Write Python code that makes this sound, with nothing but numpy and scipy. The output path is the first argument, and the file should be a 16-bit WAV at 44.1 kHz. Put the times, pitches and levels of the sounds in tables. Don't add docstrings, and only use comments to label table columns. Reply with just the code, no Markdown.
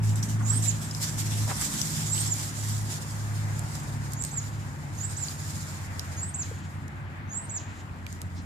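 import sys
import numpy as np
from scipy import signal
from scipy.fft import rfft, irfft, next_fast_len
from scipy.io import wavfile
from scipy.ndimage import uniform_filter1d, map_coordinates

SR = 44100
rng = np.random.default_rng(int(sys.argv[2]) if len(sys.argv) > 2 else 0)


def generate_wav(sig):
    pcm = np.round(np.clip(np.atleast_2d(sig).T, -1, 1) * 32767).astype(np.int16)
    wavfile.write(sys.argv[1], SR, pcm)


N = 372644

# t/s of the fall, rise opening/dB, rise crest/dB, fall/dB, rise L-R/dB, fall L-R/dB,
# time stretch of the rise, buzz/dB
SONG_CUES = [(.628, -37, -29.5, -29.5, -9, -7, 0.98, 1.5), (2.261, -35.5, -32.5, -32.5, -9, -4, 1.05, -2),
             (4.317, -42, -41, -35, -3, -3, 0.74, -3), (5.173, -37.5, -43, -33.5, -7, -6, 0.95, -4),
             (6.347, -38, -40.5, -32, -2, -2, .87, -1), (7.500, -37.5, -43, -34, -3, -3, 1, -1)]


def amp(db):
    return 10 ** (np.asarray(db) / 20)


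def unit(x):
    return x / np.sqrt(np.mean(x ** 2) + 1e-20)


def along(points, hz):
    f, v = np.transpose(points)
    return np.interp(np.log(hz + 1), np.log(f + 1), v)


def curves(rows):
    s, *cols = np.transpose(rows)
    return [np.interp(np.arange(N) / SR, s, c) for c in cols]


def wobble(rate, size=N):
    at = np.arange(0, size * rate / SR + 1, 1 / 8)
    coarse = map_coordinates(rng.standard_normal(int(at[-1]) + 4), [at])
    return np.interp(np.arange(size) * rate / SR, at, coarse)


def filtered(x, response):
    n = x.shape[-1]
    m = next_fast_len(n + 8192)
    return irfft(rfft(x, m) * response(np.fft.rfftfreq(m, 1 / SR)), m)[..., :n]


def pan(side_db):
    g = amp(np.array([side_db, -side_db]).reshape(2, -1) / 2)
    return g / np.sqrt(np.mean(g ** 2, axis=0))


def add(out, s, x):
    i = max(round(s * SR), 0)
    out[:, i:i + x.shape[-1]] += x[..., :N - i]


def rush(spectrum, correlation, patchy_db):
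    hz, _, z = signal.stft(rng.standard_normal((2, N), dtype=np.float32), SR, nperseg=1024)
    patches = uniform_filter1d(rng.standard_normal(z.shape[1:]), size=14, axis=0)
    patches = unit(uniform_filter1d(patches, size=5, axis=1))
    width = np.arccos(np.clip(along(correlation, hz), -1, 1))[:, None] / 2
    gain = amp(along(spectrum, hz)[:, None] + patchy_db * patches) * [np.cos(width), np.sin(width)]
    mid, side = signal.istft(z * gain, nperseg=1024)[1][:, :N]
    return unit(np.array([mid + side, mid - side]))


def reflections(x, near_db, near_t60, far_db):
    tail_decay = [(2000, 0.096), (7000, 0.31), (12000, 0.035)]
    hz, t, z = signal.stft(rng.standard_normal((2, SR // 2)), SR, nperseg=256)
    far = signal.istft(z * amp(-60 * t / along(tail_decay, hz)[:, None]), SR, nperseg=256)[1]
    near = rng.standard_normal(far.shape) * amp(-60 * np.arange(far.shape[1]) / SR / near_t60)
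    echo = amp(near_db) * near / np.linalg.norm(near[0]) + amp(far_db) * far / np.linalg.norm(far[0])
    return x + signal.fftconvolve(x, echo, axes=1)[:, :N]


def mic_ports(x):
    left_lead = [(30, 0.49), (100, 0.54), (300, 0.44), (600, 0.024)]
    return filtered(x, lambda hz: np.exp(.5j * np.array([[1], [-1]]) * along(left_lead, hz)))


def wind():
    rumble_fader = [(0, -41.5), (.55, -39), (.95, -43.5), (1.2, -40), (1.75, -39.3), (2.4, -43),
                    (4.3, -42.5), (4.9, -44.5), (7, -45.5), (8.45, -44.5)]
    gusts = [(0, -50.5, -53.5), (1.1, -50.5, -54), (1.75, -49.5, -52), (2.7, -51.5, -54.5),
             (3.6, -49, -51.5), (4.75, -52.5, -55), (6.05, -51.2, -51.5), (6.7, -54.5, -54.5),
             (7.05, -53, -53.5), (7.65, -52, -53), (8.15, -55.5, -57)]
    # f/Hz, level/dB
    rumble_eq = [(20, -49), (35, -19), (48, -5), (65, -2), (90, -0.5), (125, 1.5), (170, -1), (230, -3.5),
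                 (300, -7.5), (400, -19.5), (600, -39), (1500, -78)]
    bough_eq = [(150, -5), (400, -4.5), (650, -1.5), (900, 2.5), (1250, -1.5), (1700, -8.5), (3000, -33.5)]
    twig_eq = [(700, -17), (1200, -3), (1550, 2.5), (1950, 1.5), (2400, -3.5), (3100, -10), (4500, -18),
               (7500, -33), (11000, -43), (15000, -38)]
    tree_image = [(300, 0.36), (600, 0.54), (1000, -0.29), (2000, -0.14), (5000, 0.3)]
    rumble_db, = curves(rumble_fader)
    boughs_db, twigs_db = curves(gusts)
    air = rng.standard_normal(N) + rng.standard_normal((2, N)) / 3
    rumble = amp(rumble_db + 1.5) * unit(filtered(air, lambda hz: amp(along(rumble_eq, hz))))
    boughs = amp(boughs_db + 4) * rush(bough_eq, tree_image, patchy_db=1.17)
    twigs = amp(twigs_db + 4) * rush(twig_eq, tree_image, patchy_db=1.44)
    return pan(1) * rumble + pan(2.5) * (boughs + twigs)


def drone(hz, partials, fading_db):
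    phase = 2 * np.pi * np.cumsum(hz) / SR
    out, t = np.zeros(N), np.arange(N) / SR
    for harmonic, db, loss in partials:
        gain = amp(db - loss * t + fading_db * wobble(3.04))
        out += gain * unit(np.sin(harmonic * phase + rng.uniform(0, 2 * np.pi) + .19 * wobble(5)))
    return out


def engines():
    pitches = [(0, 54.1, 72, 90), (1.4, 53.15, 71.3, 89.8), (2.7, 52.4, 70.4, 89.6),
               (4.5, 51.7, 69.8, 89.8), (6.2, 50.15, 69, 89.7), (8.45, 48.6, 68.1, 88.6)]
    beat_rate = [(0.0, 1.47), (2.1, 1.01), (2.7, 2.21), (3.4, 0.84), (4.0, 2.24), (4.8, 1.74), (5.5, 2.53),
                 (6.6, 3.59), (8.45, 5.77)]
    # t/s, relative level/dB
    pair_fader = [(0.0, -23.5), (0.1, -10), (0.27, -29), (0.75, -24.5), (1.12, -37.5), (1.45, -25.5),
                  (1.7, -42.5), (2.3, -32), (2.7, -30.5), (3.45, -31), (3.75, -34), (5.0, -37.5),
                  (5.6, -40.5), (6.8, -40), (8.45, -45)]
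    mid_fader = [(0, -48), (1.5, -42), (3, -42.5), (4, -34.5), (5, -40.5), (6.6, -42.5), (8.45, -49)]
    far_fader = [(0, -50), (3.5, -69), (4.6, -45), (6.2, -37.5), (7.6, -48), (8.45, -34.5)]
    # harmonic number, level/dB, loss/(dB/s)
    near_partials = [(3, -39, 1.8), (4, -43.5, 3.5), (5, -55, 2.5), (7, -59.5, 1.2)]
    mid_partials = [(1, -9, 0.39), (2, 2, 1.15)]
    far_partials = [(1, -1, 0.0047), (2, -12.5, 0)]
    twin_gain, beat_start_cycles = .62, .33
    near_hz, mid_hz, far_hz = curves(pitches)
    octave_phase = 4 * np.pi * np.cumsum(near_hz) / SR + rng.uniform(0, 2 * np.pi) + .24 * wobble(5)
    beat_phase = 2 * np.pi * (beat_start_cycles + np.cumsum(curves(beat_rate)[0]) / SR)
    pair = np.sin(octave_phase) + twin_gain * np.sin(octave_phase + beat_phase)
    near = amp(curves(pair_fader)[0] + .18 * wobble(8)) * pair
    near += drone(near_hz, near_partials, fading_db=2.5)
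    mid = amp(curves(mid_fader)[0]) * drone(mid_hz, mid_partials, fading_db=.1)
    far = amp(curves(far_fader)[0]) * drone(far_hz, far_partials, fading_db=.4)
    return pan(-.5) * (near + mid + far)


def crackle(rate, spread_db):
    slips = (rng.random(N) < rate / SR) * amp(spread_db * np.minimum(rng.exponential(size=N), 3))
    release = np.exp(-np.arange(256) / SR / .00037)
    return 1 + signal.fftconvolve(slips, release)[:N] / 2


def rubbing(uneven_db, sharpness):
    handling = [(0, -65), (.6, -51.5), (.95, -56), (1.1, -49), (1.75, -45.5), (2.8, -50.5), (3.55, -57),
                (4.3, -56.5), (4.8, -66.5), (5.25, -53), (5.55, -50.5), (6.0, -60), (6.7, -66.5),
                (7.05, -80), (7.27, -80), (7.33, -66.5), (7.95, -74.5), (8.45, -69.5)]
    swishes = [(.02, -53, .04), (.152, -51, 0.021), (.22, -48.5, 0.017), (.28, -49, .025),
               (.445, -50, 0.053), (.615, -46, 0.036), (.81, -49, 0.02), (0.998, -43.5, .035),
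               (1.17, -44, 0.024), (1.595, -40.5, 0.039), (1.89, -45.5, 0.022), (2.1, -45.5, 0.079),
               (2.42, -47, 0.014), (2.66, -48, 0.042), (2.885, -47, .03), (3.74, -56, 0.013),
               (4.235, -51.5, 0.028), (6.11, -58, 0.02), (8.06, -62, 0.043)]
    t = np.arange(N) / SR
    power = amp(curves(handling)[0] + uneven_db * wobble(13)) ** 2
    for s, db, attack in swishes:
        age = np.clip((t - s) / attack, 0, 20)
        power += (amp(db) * (age * np.exp(1 - age)) ** sharpness) ** 2
    return np.sqrt(power)


def rustle():
    # f/Hz, level/dB
    turning_eq = [(300, -49), (900, -17.5), (1800, -9.5), (2600, -10.5), (3300, -6.5), (4400, -9),
                  (5700, -2), (6500, -4), (7300, 0.5), (8000, 0.5), (9000, -7.5), (11000, -9.5),
                  (14400, -14.5), (15000, -47)]
    still_eq = [(1500, -15), (2600, -17.5), (3500, -7.5), (5000, -2), (6100, -6), (7000, 4), (7800, -4),
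                (8600, -5.5), (10000, -8), (12000, -14), (13400, -9), (14500, -19), (15000, -35)]
    crossfade = [(0, 0.92), (2.7, 0.65), (3.5, 0.29), (8.45, 0.23)]
    balance = [(2000, 5), (4500, 5.5), (6000, 1), (7800, -14.5), (10000, -1), (15000, -3.5)]
    share = np.clip(curves(crossfade)[0], 0, 1)
    uncorrelated = [(2000, 0)]
    turning = np.sqrt(share) * rush(turning_eq, uncorrelated, patchy_db=2.14)
    still = np.sqrt(1 - share) * rush(still_eq, uncorrelated, patchy_db=1.5)
    hiss = filtered(turning + still, lambda hz: pan(along(balance, hz)))
    grain = amp(1.46 * wobble(45) + .66 * wobble(600)) * crackle(rate=86, spread_db=2)
    return amp(11) * rubbing(uneven_db=2.33, sharpness=1.2) * unit(hiss * grain)


def scuffs():
    contacts = [(0.413, -39.5, 1200, 0.36, 0.0052), (0.448, -45, 870, 0.51, 0.026),
                (0.527, -43, 1180, 0.48, 0.019), (1.48, -40, 794, 0.42, .008),
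                (1.51, -32, 870, 0.94, 0.013), (1.618, -40.5, 1300, 0.97, 0.01),
                (6.518, -38.5, 492, .13, 0.0037), (8.386, -51.5, 4600, 0.48, 0.018)]
    out, t = np.zeros((2, N)), np.arange(-SR // 16, SR // 16) / SR
    for s, db, centre_hz, octaves, length in contacts:
        noise = rng.standard_normal((2, len(t)))
        puff = filtered(noise, lambda hz: np.exp(-.5 * (np.log2((hz + 1) / centre_hz) / octaves) ** 2))
        puff += puff.mean(0)
        swell = np.exp(-.5 * (t / length) ** 2)
        add(out, s + t[0], amp(db) * np.sqrt(np.mean(swell ** 2)) * unit(puff * swell))
    return out


def stalk_snaps(crack_db):
    # t/s, relative peak/dB, ring f/Hz, L-R/dB, t60/s, bandwidth as a share of f
    snaps = [(.156, -25, 7700, -4, 0.04, 0.15), (.226, -23.5, 5800, -1, 0.055, 0.087),
             (0.9087, -27, 5240, 3, .025, 0.09), (.9468, -24.5, 5250, 6, 0.011, 0.064),
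             (1.6112, -17.5, 7800, -10, .038, 0.16), (1.8145, -12, 5230, 21, 0.004, .13),
             (2.178, -25, 2860, 5, .01, .3), (2.339, -19, 6070, 5, .008, 0.96),
             (3.592, -20.5, 7300, -9, 0.0043, 0.13), (3.7512, -29.5, 5000, -11, 0.013, 0.45),
             (4.12, -24, 7150, -6, .005, 0.23), (4.1327, -22.5, 7300, -10, 0.018, 0.44),
             (4.2213, -21, 7100, -11, 0.01, 0.057), (4.237, -18, 7140, -10, 0.0087, 0.12),
             (4.2482, -18, 7200, -2, 0.0045, 0.091), (5.282, -25.5, 4520, 13, 0.017, .06),
             (5.9935, -18.5, 4900, -1, .007, .4), (6.8794, -36.5, 6400, -4, .011, .44),
             (8.0648, -26, 2350, -4, 0.0042, .15), (8.1257, -28.5, 6800, -1, 0.0074, 0.16),
             (8.2162, -23, 6600, -3, 0.0035, 0.79)]
    attack_s, low_cut_hz = .00066, 2500
    out, t = np.zeros((2, N)), np.arange(SR // 30) / SR
    for s, db, ring_hz, side_db, t60, width in snaps:
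        def colour(hz):
            damping = 1j * hz * width * ring_hz
            ring = damping / (ring_hz ** 2 - hz ** 2 + damping)
            return (ring + amp(crack_db)) * hz ** 2 / (hz ** 2 + low_cut_hz ** 2)
        burst = rng.standard_normal((2, len(t))) * amp(-60 * t / t60) * (1 - np.exp(-t / attack_s))
        snap = filtered(burst, colour)
        add(out, s + .00091, amp(db + 1.5) * pan(side_db) * snap / np.abs(snap).max())
    return out


def bird_buzzes(jitter):
    contour = [(.08, 280, -63), (.1, 250, -50.5), (.15, 268, -60), (.21, 300, -56.5), (.26, 274, -60),
               (.31, 330, -52.5), (.335, 320, -88)]
    buzz_eq = [(1900, -34), (2400, -1), (2700, 1), (3000, -4), (4200, -5), (5900, -8), (6500, -2),
               (7300, -0.5), (8000, -13), (10000, -28)]
    knots, rate, shape_db = np.transpose(contour)
    out, t = np.zeros((2, N)), np.arange(knots[0], knots[-1], 1 / SR)
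    harmonics = np.arange(7, 38)[:, None]
    for s, *_, db in SONG_CUES:
        hz = np.interp(t, knots, rate) * (1 + jitter * wobble(258.3, len(t)))
        phase = 2 * np.pi * np.cumsum(hz) / SR
        pulses = np.sum(amp(along(buzz_eq, harmonics * hz)) * np.cos(harmonics * phase), axis=0)
        add(out, s + t[0], pan(-.17) * amp(db + np.interp(t, knots, shape_db)) * unit(pulses))
    return out


def whistle(contour, stretch, jitter, rasp):
    flutter_db, shimmer_db, full_flick_hz_per_s = 2.4, .9, 120000
    knots, pitch, shape_db = np.transpose(contour)
    t = np.arange(knots[0] * stretch, knots[-1] * stretch, 1 / SR)
    hz = np.interp(t / stretch, knots, pitch)
    flick = np.clip(np.abs(np.gradient(hz)) * SR / full_flick_hz_per_s, 0, 1)
    hz *= 1 + jitter * wobble(218, len(t)) + rasp * flick * wobble(1500, len(t))
    flutter = amp(flutter_db * wobble(103.8, len(t)) + shimmer_db * wobble(497, len(t)))
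    phase = 2 * np.pi * np.cumsum(hz) / SR + np.array([[0], [np.pi / 2]])
    return t, amp(np.interp(t / stretch, knots, shape_db)) * unit(flutter * np.sin(phase))


def bird_whistles(jitter, rasp):
    rise_contour = [(-.185, 5850, -36), (-.16, 6400, -11.5), (-.13, 6870, -0.5), (-.11, 7150, -1),
                    (-.08, 7630, 5.5), (-.055, 7930, -5.5), (-.014, 8320, 1), (-.003, 8900, -7),
                    (.012, 8000, -16)]
    fall_contour = [(-.008, 5860, -13), (0, 7100, -1.5), (.008, 7980, -6), (.02, 7780, -6),
                    (.033, 7380, -10), (.05, 7320, -2), (.065, 7100, 3.5), (.078, 6410, -5),
                    (.089, 3300, -21)]
    top_to_fall_s, opening_s, crest_s = .04, -.11, -.04
    out = np.zeros((2, N))
    for s, opening_db, crest_db, fall_db, rise_side, fall_side, stretch, _ in SONG_CUES:
        t, rise = whistle(rise_contour, stretch, jitter, rasp)
        effort_db = np.interp(t, [opening_s, crest_s], [opening_db, crest_db])
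        add(out, s - top_to_fall_s + t[0], pan(rise_side) * amp(effort_db) * rise)
        t, fall = whistle(fall_contour, 1, jitter, rasp)
        add(out, s + t[0], pan(fall_side) * amp(fall_db) * fall)
    return out


def scene():
    song = bird_whistles(jitter=.003, rasp=.035) + bird_buzzes(jitter=.014)
    song = reflections(song, near_db=-6, near_t60=.04, far_db=-11)
    snaps = reflections(stalk_snaps(crack_db=-46), near_db=-13, near_t60=.047, far_db=-18)
    return song + snaps + scuffs() + rustle() + mic_ports(wind() + engines())


def record(dry):
    return filtered(dry, lambda hz: hz < 14650)


dry = scene()
out = record(dry)
generate_wav(out)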